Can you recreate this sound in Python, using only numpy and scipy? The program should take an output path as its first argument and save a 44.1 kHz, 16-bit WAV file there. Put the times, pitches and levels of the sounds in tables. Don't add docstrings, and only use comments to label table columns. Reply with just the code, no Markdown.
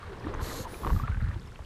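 import sys
import numpy as np
from scipy.fft import rfft, irfft, next_fast_len
from scipy.io import wavfile
from scipy.ndimage import map_coordinates

SR = 44100
rng = np.random.default_rng(int(sys.argv[2]) if len(sys.argv) > 2 else 0)


def to_wav(sig):
    pcm = np.clip(np.atleast_2d(sig), -1, 1) * 32767
    pcm = np.round(pcm).astype(np.int16)
    wavfile.write(sys.argv[1], SR, pcm.T)


N = 72765
TOP_HZ = 15300


def amp(db):
    return 10 ** (np.asarray(db) / 20)


def unit(x):
    return x / np.sqrt(np.mean(x ** 2) + 1e-20)


def fader(points):
    return amp(np.interp(np.arange(N) / SR, *np.transpose(points)))


def wobble(rate):
    knots = rng.standard_normal(int(N * rate / SR) + 4)
    return map_coordinates(knots, [np.arange(N) * rate / SR])


def filtered(x, response):
    size = next_fast_len(N + SR // 2)
    return irfft(rfft(x, size) * response(np.fft.rfftfreq(size, 1 / SR)), size)[:N]


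def colour(x, eq):
    f, db = np.transpose(eq)
    return filtered(x, lambda hz: amp(np.interp(np.log(hz + 1), np.log(f), db)))


def noise(eq):
    return unit(colour(rng.standard_normal(N), eq))


def add(track, start, sound):
    i = max(round(start * SR), 0)
    part = track[i:i + len(sound)]
    part += sound[:len(part)]


def decay(t, t60):
    return np.exp(-np.log(1000) * t / t60)


def bubble(hz, t60):
    rise_share, rise_s, attack_cycles = 0.163, 0.04, 0.55
    t = np.arange(int(t60 * SR) + 2) / SR
    pitch = hz * (1 + rise_share * np.tanh(t / rise_s))
    cycles = np.cumsum(pitch) / SR
    attack = np.tanh(cycles / attack_cycles) ** 2
    return np.sin(2 * np.pi * cycles) * decay(t, t60) * attack


def swarm(per_s, centre_hz, spread, ring_cycles, scatter_db):
    out = np.zeros(N)
    draws = rng.random((1500, 3))
    for when, smallness, strength in draws[:int(per_s * N / SR)]:
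        hz = min(centre_hz * (smallness / (1 - smallness)) ** (spread / 2), TOP_HZ)
        gain = amp(scatter_db * strength) * min(centre_hz / hz, 1)
        add(out, when * N / SR, gain * bubble(hz, ring_cycles / hz))
    return unit(out)


def wash():
    # t/s, relative level/dB
    wash_ride = [(0, -45.5), (.2, -47), (.34, -43.5), (.52, -42), (.77, -48.5), (.88, -43), (.94, -48.5),
                 (1.08, -46.5), (1.15, -50.5), (1.3, -49), (1.41, -53.5), (1.65, -57.5)]
    slosh_ride = [(0, -53), (.21, -44.5), (.29, -41), (.58, -39.5), (.69, -46), (.79, -46), (.87, -35.5),
                  (.96, -46.5), (1.08, -53.5), (1.32, -55.5), (1.37, -55.5), (1.42, -53.5), (1.65, -56)]
    # f/Hz, relative level/dB
    wash_eq = [(200, -9.5), (550, -3.5), (1000, 1.5), (1700, 1.5), (2400, -7), (4000, -11.5), (14000, -62)]
    slosh_eq = [(90, 3), (190, 0.5), (470, 1), (650, -9.5), (1100, -8), (3000, -89)]
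    froth = swarm(per_s=420, centre_hz=1242, spread=0.55, ring_cycles=16, scatter_db=27.5)
    rush = amp(-5.5 + 2.1 * wobble(69.74)) * noise(wash_eq)
    slosh = amp(-1 + 0.87 * wobble(40.47)) * noise(slosh_eq)
    return fader(wash_ride) * (rush + amp(-7.5) * froth) + fader(slosh_ride) * slosh


def air():
    # t/s, relative level/dB
    rumble_ride = [(0, -44), (.15, -41), (.41, -36.5), (.52, -41.5), (.79, -47.5), (.92, -24),
                   (1.07, -35.5), (1.28, -30), (1.42, -39), (1.65, -49)]
    # f/Hz, relative level/dB
    rumble_eq = [(10, -46), (30, -1), (75, -4), (115, -8), (300, -29), (900, -79)]
    hiss_eq = [(1000, 0.5), (9000, -11.5), (15000, -24)]
    rumble = amp(-1.5) * fader(rumble_ride) * noise(rumble_eq)
    return rumble + amp(-61.5) * noise(hiss_eq)


def drops():
    ticks = swarm(per_s=70, centre_hz=8500, spread=0.606, ring_cycles=6.3, scatter_db=11)
    rings = swarm(per_s=200, centre_hz=3900, spread=0.606, ring_cycles=24, scatter_db=26)
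    return amp(-65) * rings + amp(-77) * ticks


def plops():
    # t/s, f/Hz, relative level/dB, t60/s
    pockets = [(0.029, 1150, -36, 0.032), (0.242, 1760, -40, 0.024), (.270, 1166, -29.5, 0.017),
               (.339, 1130, -28.5, 0.0094), (0.3427, 6240, -44, 0.008), (.349, 950, -27, 0.0076),
               (0.394, 1540, -30, 0.0099), (.497, 1910, -39.5, 0.029), (0.516, 1357, -30.5, 0.011),
               (0.733, 412, -32, 0.028), (0.743, 2360, -37.5, 0.018), (0.833, 1080, -33.5, 0.042),
               (0.848, 1140, -22.5, 0.018), (0.8588, 358, -24.5, 0.027), (.867, 930, -20.5, 0.012),
               (0.8738, 1120, -22.5, .014), (0.895, 1110, -28, 0.018), (0.9029, 944, -20.5, 0.015),
               (.9075, 1070, -34, 0.047), (.932, 182, -28.5, 0.15), (0.963, 1186, -32.5, 0.033),
               (0.998, 1123, -29, 0.04), (1.036, 1265, -35.5, 0.12), (1.075, 1724, -32, 0.0098),
               (1.079, 1150, -23.5, 0.014), (1.084, 1080, -33.5, 0.016), (1.122, 1482, -38.5, 0.048),
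               (1.146, 1460, -35, 0.01), (1.216, 2020, -39.5, 0.011), (1.241, 1465, -41, 0.026),
               (1.260, 1660, -37, 0.015), (1.314, 1810, -38.5, 0.021), (1.36, 317, -39.5, 0.076),
               (1.474, 5260, -51.5, 0.016), (1.559, 2610, -42.5, 0.011), (1.591, 1083, -38.5, 0.014),
               (1.592, 617, -42.5, 0.034)]
    # f/Hz, relative level/dB
    splat_eq = [(300, -30), (850, 6.5), (1300, -2), (3000, -12.5), (9000, -66)]
    ring_db, splat_db = 2.5, -10
    rings, bursts = np.zeros(N), np.zeros(N)
    t = np.arange(SR // 10) / SR
    for start, hz, db, t60 in pockets:
        add(rings, start, amp(db) * bubble(hz, t60))
        add(bursts, start, amp(db) * decay(t, t60=0.014))
    splats = bursts.std() * unit(colour(bursts * rng.standard_normal(N), splat_eq))
    return amp(ring_db) * rings + amp(splat_db) * splats


def gurgles():
    # t/s, length/s, first f/Hz, last f/Hz, level/dB before the flutter
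    glides = [(.07, 0.088, 438.4, 349.4, -41.5), (0.243, 0.0475, 219, 382, -33.5),
              (.294, 0.036, 365, 460, -36.5), (0.391, 0.042, 951, 1150, -38.5),
              (.575, 0.047, 411, 566, -39), (0.639, 0.047, 1101, 856, -38.5)]
    jitter_rad, flutter_db = 0.65, 3
    out = np.zeros(N)
    for start, length, first_hz, last_hz, db in glides:
        progress = np.linspace(0, 1, int(length * SR))
        phase = 2 * np.pi * np.cumsum(first_hz + (last_hz - first_hz) * progress) / SR
        jitter = jitter_rad * wobble(first_hz / 2)[:len(progress)]
        add(out, start, amp(db) * np.sin(np.pi * progress) * np.sin(phase + jitter))
    return out * amp(flutter_db * wobble(200))


def gulps():
    # centre t/s, f/Hz, level/dB
    throbs = [(0.285, 89, -31.5), (0.429, 69.5, -22.5), (0.609, 105, -31), (0.909, 57.5, -21),
              (0.928, 75, -21.5), (0.943, 110, -27.5), (0.965, 86, -21), (1.038, 121.3, -24),
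              (1.103, 87, -22), (1.132, 55.4, -25.5), (1.18, 90, -25), (1.229, 99, -21.5),
              (1.245, 68.4, -19), (1.293, 79.4, -25), (1.369, 100, -29.5), (1.515, 93, -36),
              (1.609, 62, -32.5)]
    swell_s, octave_db = 0.0055, -14.5
    out = np.zeros(N)
    t = np.arange(-(SR // 20), SR // 20) / SR
    swell = 1 / np.cosh(t / swell_s)
    for centre, hz, db in throbs:
        phase = 2 * np.pi * hz * t
        tone = np.sin(phase) + amp(octave_db) * np.cos(2 * phase)
        add(out, centre + t[0], -amp(db) * swell * tone)
    return out


def swish(eq, span_s, db, fade_s, glide_hz, width_hz, band_db):
    start, end = span_s
    t = np.arange(N) / SR
    ramp = np.clip(np.minimum(t - start, end - t) / fade_s, 0, 1)
    contact = np.sin(np.pi / 2 * ramp) ** 2
    phase = 2 * np.pi * np.cumsum(np.interp(t, span_s, glide_hz)) / SR
    band = unit(wobble(width_hz) * np.cos(phase) + wobble(width_hz) * np.sin(phase))
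    band_gain = amp(np.interp(t, span_s, band_db))
    grain = amp(0.8 * wobble(200) + 0.7 * wobble(20))
    return amp(db) * contact * grain * (noise(eq) + band_gain * band)


def sleeve():
    # f/Hz, relative level/dB
    firm_eq = [(1000, -33), (2400, -7), (3700, -2), (4100, 4.5), (4900, -2.5), (7600, -2.5), (9300, -8.5),
               (10900, -7.5), (11450, 2), (12100, -6.5), (15000, -14)]
    light_eq = [(1000, -29), (4100, 0.5), (7000, -3), (8500, -6.5), (13000, -6.5), (15000, -4)]
    firm = swish(firm_eq, span_s=(0.388, 0.672), db=-47, fade_s=0.058,
                 glide_hz=(6900, 6450), width_hz=900, band_db=(-22, -2))
    light = swish(light_eq, span_s=(0.64, 1.07), db=-55.5, fade_s=0.085,
                  glide_hz=(9000, 14300), width_hz=2400, band_db=(-3, -7))
    return firm + light


def trickle():
    start_s, length_s = 1.042, 0.32
    progress = np.clip((np.arange(N) / SR - start_s) / length_s, 0, 1)
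    swell = np.abs(np.sin(np.pi * progress)) ** 0.5
    bubbles = swarm(per_s=230, centre_hz=1534, spread=0.22, ring_cycles=22, scatter_db=13)
    return amp(-49.5) * swell * bubbles


def scene():
    return (sleeve() + plops() + gurgles() + gulps() + wash() + trickle() + drops() + air())[None]


def record(dry):
    return filtered(dry[0], lambda hz: hz < TOP_HZ)[None]


dry = scene()
out = record(dry)
to_wav(out)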